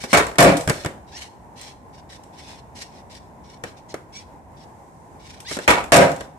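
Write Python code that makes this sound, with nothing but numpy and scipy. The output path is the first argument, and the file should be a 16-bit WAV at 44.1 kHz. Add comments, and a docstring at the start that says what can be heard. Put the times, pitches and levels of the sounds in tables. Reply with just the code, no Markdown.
"""A small bare room with a hard floor, heard from wheel height: a skateboarder jumps two ollies.
Each time the board's tail cracks down, then the wheels slam back in a quick clatter that sets the room
booming. In between, the trucks (the axle mounts) knock, and rubber soles scuff and squeak on the
board's rough grip tape. A dull rush of air lies underneath, and a limiter flattens the slams."""
import sys
import numpy as np
from scipy import signal
from scipy.fft import rfft, irfft, next_fast_len
from scipy.io import wavfile
from scipy.ndimage import uniform_filter1d, minimum_filter1d, map_coordinates

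SR = 44100
rng = np.random.default_rng(int(sys.argv[2]) if len(sys.argv) > 2 else 0)


def pcm_store(signal):
    """Save signal as 16-bit PCM."""
    levels = np.round(np.clip(np.atleast_2d(signal), -1, 1) * 32767)
    wavfile.write(sys.argv[1], SR, levels.astype(np.int16).T)


N = 281358

# Soles sliding on the grip tape: (start [s], length [s], level [dB])
SCUFF_STROKES = [(0.0, 0.071, -35), (0.077, 0.15, -36), (0.698, 0.16, -39.5), (1.066, 0.11, -52),
                 (1.146, 0.14, -40.5), (1.554, 0.18, -43), (1.926, 0.085, -52.5), (2.088, 0.089, -44.5),
                 (2.318, 0.3, -46.5), (2.746, 0.13, -39.5), (2.914, 0.11, -53), (3.096, 0.094, -42.5),
                 (3.431, 0.15, -53), (3.632, 0.1, -49), (3.763, 0.048, -52.5), (3.884, 0.051, -48.5),
                 (4.121, 0.12, -45), (4.564, 0.093, -53.5), (5.186, 0.24, -48), (5.473, 0.11, -31),
                 (5.593, 0.092, -42.5), (6.187, 0.08, -48)]
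# Trucks knocking as the rider's weight shifts: (time [s], level [dB])
TRUCK_HITS = [(0.038, -25), (0.356, -34.5), (0.847, -23), (3.637, -25.5), (3.9413, -27), (5.512, -25.5),
              (5.568, -24.5), (5.588, -25.5), (6.207, -28)]
# The tail hitting the floor: (time [s], clack [dB], crack [dB], boom [dB], rebound delay [s])
TAIL_HITS = [(0.13, -3, -11.5, -15, 0.042), (5.677, -3, -13.5, -24, 0.026)]
# Grit and loose hardware: (time [s], relative level [dB])
GRIT_TICKS = [(0.2666, -18.5), (0.569, -11.5), (0.573, -15), (0.609, -17), (1.6132, -24), (2.2356, -34.5),
              (5.4026, -23), (5.84, -23), (6.116, -20.5), (6.162, -26)]
# The board landing: (time [s], level [dB], centre of the boom under the feet [Hz])
TOUCHDOWNS = [(0.384, -2, 283), (5.92, -1.5, 517)]
# The rocking board setting a wheel down: (time [s], level [dB], click [dB])
WHEEL_HITS = [(0.6754, -19.5, -21), (0.687, -20.5, -26), (0.696, -17.5, -14), (0.702, -17, -40),
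              (0.8595, -21.5, -26)]
# Rubber sticking and slipping: (start [s], length [s], first pitch [Hz], last pitch [Hz], level [dB])
RUBBER_SLIPS = [(1.121, 0.068, 776, 978, -39.5), (3.884, 0.045, 1170, 924, -47.5),
                (4.129, 0.082, 1091, 1174, -39.5), (5.444, 0.089, 738, 1134, -36)]

# The tone of each sound, from bass to treble: (frequency [Hz], relative level [dB])
AIR_TONE = [(22, -19), (65, 5), (110, 2.5), (230, -0.5), (500, -5.5), (680, -3), (830, 0.5), (1020, -1.5),
            (1200, -16), (1900, -18), (3000, -31.5), (4500, -35), (7500, -30), (14000, -39.5)]
RASP_TONE = [(500, -30.5), (1200, -11), (1900, -3), (3200, -3), (4500, -4), (5700, -3), (6800, -13),
             (10000, -23), (14000, -41)]
FIZZ_TONE = [(3000, -15), (6500, -6), (8500, -5), (11000, -14.5), (14500, -25.5)]
KNOCK_TONE = [(60, -6), (250, 0.5), (520, 2), (950, -8), (1700, -5), (3200, -18.5), (8000, -46)]
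CRACK_TONE = [(800, -15), (2500, -2.5), (4500, -4), (8200, -0.5), (11000, -8), (14500, -16.5)]
CLACK_TONE = [(28, -28), (58, -0.5), (140, -13), (300, -1.5), (600, -0.5), (1100, -2), (1800, -2.5),
              (2500, -5.5), (3300, -13.5), (6000, -21.5), (10000, -28), (15000, -57.5)]
SQUEAK_TONE = [(1200, -31), (2100, 1), (3000, -3), (4300, -5), (5850, 4.5), (7000, -7), (10000, -19)]
# Stiff resonances of the wooden deck and trucks: (frequency [Hz], width [Hz], boost [dB])
DECK_PEAKS = [(1023, 19.3, 1), (1296, 18, 4), (1537, 110, 2.5), (1864, 50, 4), (2246, 48, 7),
              (3570, 160, 2.5), (4100, 136, 4), (5510, 200, 3.5), (7580, 110, 7)]
# Low notes at which board and room ring: (frequency [Hz], relative level [dB], time to fade 60 dB [s])
BOOM_NOTES = [(119, -11.5, .45), (151.5, -6, 0.47), (164.5, -8, 0.36), (193.6, -2.5, 0.26),
              (267, -4.5, 0.37), (293, -5.5, 0.35), (339.6, -8, 0.33), (386, -3, 0.28), (485, -2, 0.36),
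              (518.8, -3.5, 0.29), (549.5, -4, 0.4), (587.6, -3, 0.29), (647.4, -5, 0.44),
              (692.6, -0.5, .36), (791, -9.5, 0.39), (955, -10.5, 0.47)]
# How long the room echoes: (frequency [Hz], time to fade 60 dB [s])
ECHO_TIMES = [(100, 0.57), (260, 0.35), (700, 0.47), (1840, 0.33), (5000, 0.33), (13000, 0.36)]
# How alike the left and right sides sound: (frequency [Hz], likeness [-1 to 1])
STEREO_LIKENESS = [(60, 0.8), (290, 0.79), (640, 0.64), (1300, -0.2), (3100, 0.012), (8000, 0.033)]


def amp(db):
    """Turn decibels into a multiplier."""
    return 10 ** (np.asarray(db) / 20)


def unit(x):
    """Scale a sound to an average power of 1."""
    return x / np.sqrt(np.mean(x ** 2) + 1e-20)


def along(points, hz):
    """Read between the rows of a (frequency, value) table, with octaves evenly spaced."""
    freqs, values = np.transpose(points)
    return np.interp(np.log(hz + 1), np.log(freqs), values)


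def fade(t, t60):
    """Die away by 60 dB every t60 seconds."""
    return np.exp(-np.log(1000) * t / t60)


def wobble(rate, size):
    """A smooth curve through `rate` random values a second."""
    points = rng.standard_normal(int(size * rate / SR) + 4)
    return map_coordinates(points, [np.arange(size) * rate / SR])


def filtered(x, response):
    """Turn each frequency up or down by response(hz)."""
    size = x.shape[-1]
    padded = next_fast_len(size + 4096)
    return irfft(rfft(x, padded) * response(np.fft.rfftfreq(padded, 1 / SR)), padded)[..., :size]


def noise(tone, size, colour=lambda hz: 0):
    """Stereo noise with a given tone; the two sides are alike in the bass, unrelated in the treble."""
    def shape(hz):
        width = np.arccos(np.clip(along(STEREO_LIKENESS, hz), -1, 1)) / 2
        return amp(along(tone, hz) + colour(hz)) * [np.cos(width), np.sin(width)]
    mid, side = filtered(rng.standard_normal((2, size)), shape)
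    return unit(np.array([mid + side, mid - side]))


def add(track, s, sound):
    """Mix a sound into the track, starting at s seconds."""
    start = max(round(s * SR), 0)
    part = track[:, start:start + sound.shape[-1]]
    part += sound[..., :part.shape[-1]]


def room_air(level_db=-45, split_hz=260):
    """A dull rush with a faint hiss; its rumble swells and sinks on its own."""
    air = noise(AIR_TONE, N)
    rumble = filtered(air, lambda hz: 1 / (1 + (hz / split_hz) ** 4))
    return amp(level_db) * (rumble * amp(1.1 * wobble(3.9, N)) + (air - rumble) * amp(wobble(20, N)))


def deck(hz, uneven_db=4, spacing_hz=70):
    """The board's tone in dB: set peaks, plus random ones that differ with each point of contact."""
    peaks = sum(db / (1 + (2 * (hz - centre) / width) ** 2) for centre, width, db in DECK_PEAKS)
    ripple = map_coordinates(rng.standard_normal(size=1000), [hz / spacing_hz], mode="wrap")
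    return peaks + uneven_db * ripple * hz / (hz + 900)


def chatter(x, slip_hz=950, glide=0.11, repeat_gain=0.27):
    """Each catch of the rubber partly repeats one slip later, at a drifting rate."""
    n = np.arange(x.shape[-1])
    period = SR / slip_hz * np.exp(glide * wobble(9.7, len(n)))
    repeats = [[repeat_gain ** k * np.interp(n - k * period, n, side) for side in x] for k in range(4)]
    return unit(np.sum(repeats, 0))


def scuffs(grain_db=1.5, jerk_db=2.5, room_db=-12, fizz_db=-8, usual_db=-44):
    """Soles rasp over grit in tiny catches; each stroke swells, fades and leaves a short echo."""
    out = np.zeros((2, N))
    wash = fade(np.arange(SR // 3) / SR, t60=0.45) ** 2
    t = np.arange(SR * 2 // 3) / SR
    for start, length, db in SCUFF_STROKES:
        speed = np.abs(np.sin(np.pi * np.minimum(t / length, 1))) ** 0.68
        echo = np.sqrt(np.abs(signal.fftconvolve(speed ** 2, wash / wash.sum())[:len(t)]))
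        catches = unit(amp(grain_db * wobble(700, len(t)) + jerk_db * wobble(68.7, len(t))))
        level = amp(db) * np.hypot(speed * catches, amp(room_db) * echo)
        fizz = amp(fizz_db + 0.29 * (db - usual_db)) * noise(FIZZ_TONE, len(t))  # harder is brighter
        rasp = chatter(noise(RASP_TONE, len(t), deck))
        add(out, start, level * (rasp + fizz))
    return out


def strike(tone, t60, room_db, build_s=0.0037, attack_s=0.0006):
    """One hit on the board: a short burst of noise, then the room's echo, where bass lasts longest."""
    t = np.arange(SR * 2 // 3) / SR
    near, far = np.split(noise(tone, 2 * len(t), deck), 2, axis=1)
    burst = near * fade(t, t60) * (1 - np.exp(-t / attack_s))
    hz, when, bands = signal.stft(far, SR, nperseg=256)  # split up so each band fades at its own pace
    bands = bands * fade(when, along(ECHO_TIMES, hz)[:, None])
    echo = signal.istft(bands, SR, nperseg=256)[1][:, :len(t)]
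    return burst + amp(room_db) * echo * (1 - np.exp(-t / build_s))


def knock(knock_db, click_db):
    """With the rider on it, the board knocks without ringing: a short clack and a click."""
    clack = amp(knock_db + 3.5) * strike(KNOCK_TONE, t60=0.058, room_db=-14.5)
    click = amp(click_db + 3) * strike(CRACK_TONE, t60=0.027, room_db=-21)
    return clack + click


def truck_knocks():
    """The trucks knock under shifting weight, each time with a softer metal click."""
    out = np.zeros((2, N))
    for s, db in TRUCK_HITS:
        add(out, s, knock(db, click_db=db - 6))
    return out


def slam(clack_db, crack_db, rattle_db=2):
    """Tail or wheel hits the floor: a woody clack, with a hard snap and bright crack from the trucks."""
    snap = strike(CRACK_TONE, t60=0.0062, room_db=-38)
    crack = strike(CRACK_TONE, t60=0.1, room_db=-15)
    clack = strike(CLACK_TONE, t60=0.13, room_db=-4.5)
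    hit = amp(clack_db) * clack + amp(crack_db) * (snap + crack)
    return hit * amp(rattle_db * wobble(250, hit.shape[-1]))  # loose hardware makes it uneven


def boom(centre_hz, focus_db, spread, swell_s):
    """Low notes of board and room swell after a slam; the way it lands favours those near centre_hz."""
    t = np.arange(SR * 2 // 3) / SR
    hz, db, t60 = np.transpose(BOOM_NOTES)[:, :, None]
    boost_db = focus_db * np.exp(-(np.log2(hz / centre_hz) / 0.4) ** 2)
    level = amp(db + boost_db + rng.normal(0, 1.5, hz.shape))
    # The load on the board keeps changing, so no note rings quite steadily.
    phase = rng.uniform(0, 2 * np.pi, hz.shape) + 0.65 * np.array([wobble(38, len(t)) for _ in hz])
    angle = 2 * np.pi * hz * t + phase
    apart = spread * hz / 1000 * rng.standard_normal(hz.shape)  # high notes differ more between ears
    ring = level / np.linalg.norm(level) * fade(t, t60) * (1 - np.exp(-t / swell_s))
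    return np.array([np.sum(ring * np.sin(angle + side * apart), 0) for side in (-1, 1)])


def tail_pops():
    """The tail strikes the floor and sets the deck booming; a weaker, brighter rebound follows."""
    out = np.zeros((2, N))
    for s, clack_db, crack_db, boom_db, rebound_s in TAIL_HITS:
        add(out, s, slam(clack_db, crack_db))
        add(out, s, amp(boom_db) * boom(centre_hz=310, focus_db=0.5, spread=0.65, swell_s=0.0054))
        add(out, s + rebound_s, amp(-9.5) * slam(clack_db, crack_db + 5.5))
    return out


def grit_ticks():
    """Grit and loose hardware make tiny bright taps."""
    out = np.zeros((2, N))
    for s, db in GRIT_TICKS:
        add(out, s, amp(db - 8) * strike(CRACK_TONE, t60=0.029, room_db=-15))
    return out


def landings(wheel_gap_s=0.0205, wheel_loss_db=2.5, feet_delay_s=0.062, foot_gap_s=0.031,
             foot_loss_db=4.5):
    """Three quick, hard wheel hits, then the dull weight of each foot; every one adds to the boom."""
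    out = np.zeros((2, N))
    for s, db, foot_boom_hz in TOUCHDOWNS:
        for wheel in range(3):
            low = amp(1) * boom(centre_hz=650, focus_db=5, spread=0.65, swell_s=0.0061)
            hit = slam(clack_db=-2 - wheel * wheel_loss_db, crack_db=-6.5)
            add(out, s + wheel * wheel_gap_s, amp(db) * (hit + low))
        for foot in range(2):
            low = amp(-1.5) * boom(foot_boom_hz, focus_db=5.5, spread=0.98, swell_s=0.01)
            hit = amp(-11) * strike(CLACK_TONE, t60=0.092, room_db=0)
            add(out, s + feet_delay_s + foot * foot_gap_s, amp(db - foot * foot_loss_db) * (hit + low))
    return out


def wheel_drops(thump_hz=140):
    """The board rocks and a wheel drops back on the floor: a knock with a dead thump."""
    out = np.zeros((2, N))
    t = np.arange(SR // 8) / SR
    thump = 2 * np.sin(2 * np.pi * thump_hz * t) * fade(t, t60=0.035)
    for s, db, click_db in WHEEL_HITS:
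        add(out, s, knock(db, click_db))
        add(out, s, amp(db + 0.5) * thump)
    return out


def squeaks(jitter=0.013, between_db=-8, rough_db=4.5):
    """Rubber sticks and slips at a gliding, unsteady rate, which sets the pitch of the squeak."""
    out = np.zeros((2, N))
    # Every other slip differs, which adds weaker tones halfway between the overtones.
    multiples = np.arange(3, 18)[:, None] / 2
    for s, length, first_hz, last_hz, db in RUBBER_SLIPS:
        progress = np.linspace(0, 1, int(length * SR))
        glide = first_hz + (last_hz - first_hz) * np.sin(np.pi / 2 * progress)
        pitch = glide * (1 + jitter * wobble(686, len(glide)))
        levels = amp(along(SQUEAK_TONE, multiples * last_hz) + between_db * (multiples % 1 > 0))
        flutter = amp([rough_db * wobble(160, len(glide)) for _ in multiples])  # grit upsets each tone
        phase = 2 * np.pi * (multiples * np.cumsum(pitch) / SR + rng.random((2, len(multiples), 1)))
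        squeal = unit(np.sum(levels * flutter * np.sin(phase), 1))
        add(out, s, amp(db) * np.sin(np.pi * progress) * squeal)
    return out


def hiss(start_s=4.5, length_s=0.9, level_db=-67):
    """A faint high hiss comes and goes before the second ollie."""
    progress = np.clip((np.arange(N) / SR - start_s) / length_s, 0, 1)
    swell = np.sqrt(np.abs(np.sin(np.pi * progress)))
    return amp(level_db) * swell * noise(FIZZ_TONE, N)


def scene():
    """Board, shoes and room together."""
    board = tail_pops() + landings() + truck_knocks() + wheel_drops() + grit_ticks()
    return board + scuffs() + squeaks() + hiss() + room_air()


def record(dry, hold_s=0.0018, low_cut_hz=38, high_cut_hz=14500):
    """A fast limiter turns the slams down, peaks round off, and the deepest and highest sounds are cut."""
    hold = int(hold_s * SR)
    gain = np.minimum(1, 1 / (np.abs(dry).max(0) + 1e-9))
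    held = dry * uniform_filter1d(minimum_filter1d(gain, hold), hold // 2)
    rounded = held / (1 + (held / 0.92) ** 6) ** (1 / 6)
    low_cut = lambda hz: hz ** 4 / np.hypot(hz ** 4, low_cut_hz ** 4)
    return filtered(rounded, lambda hz: low_cut(hz) / (1 + (hz / high_cut_hz) ** 90))


dry = scene()
out = record(dry)
pcm_store(out)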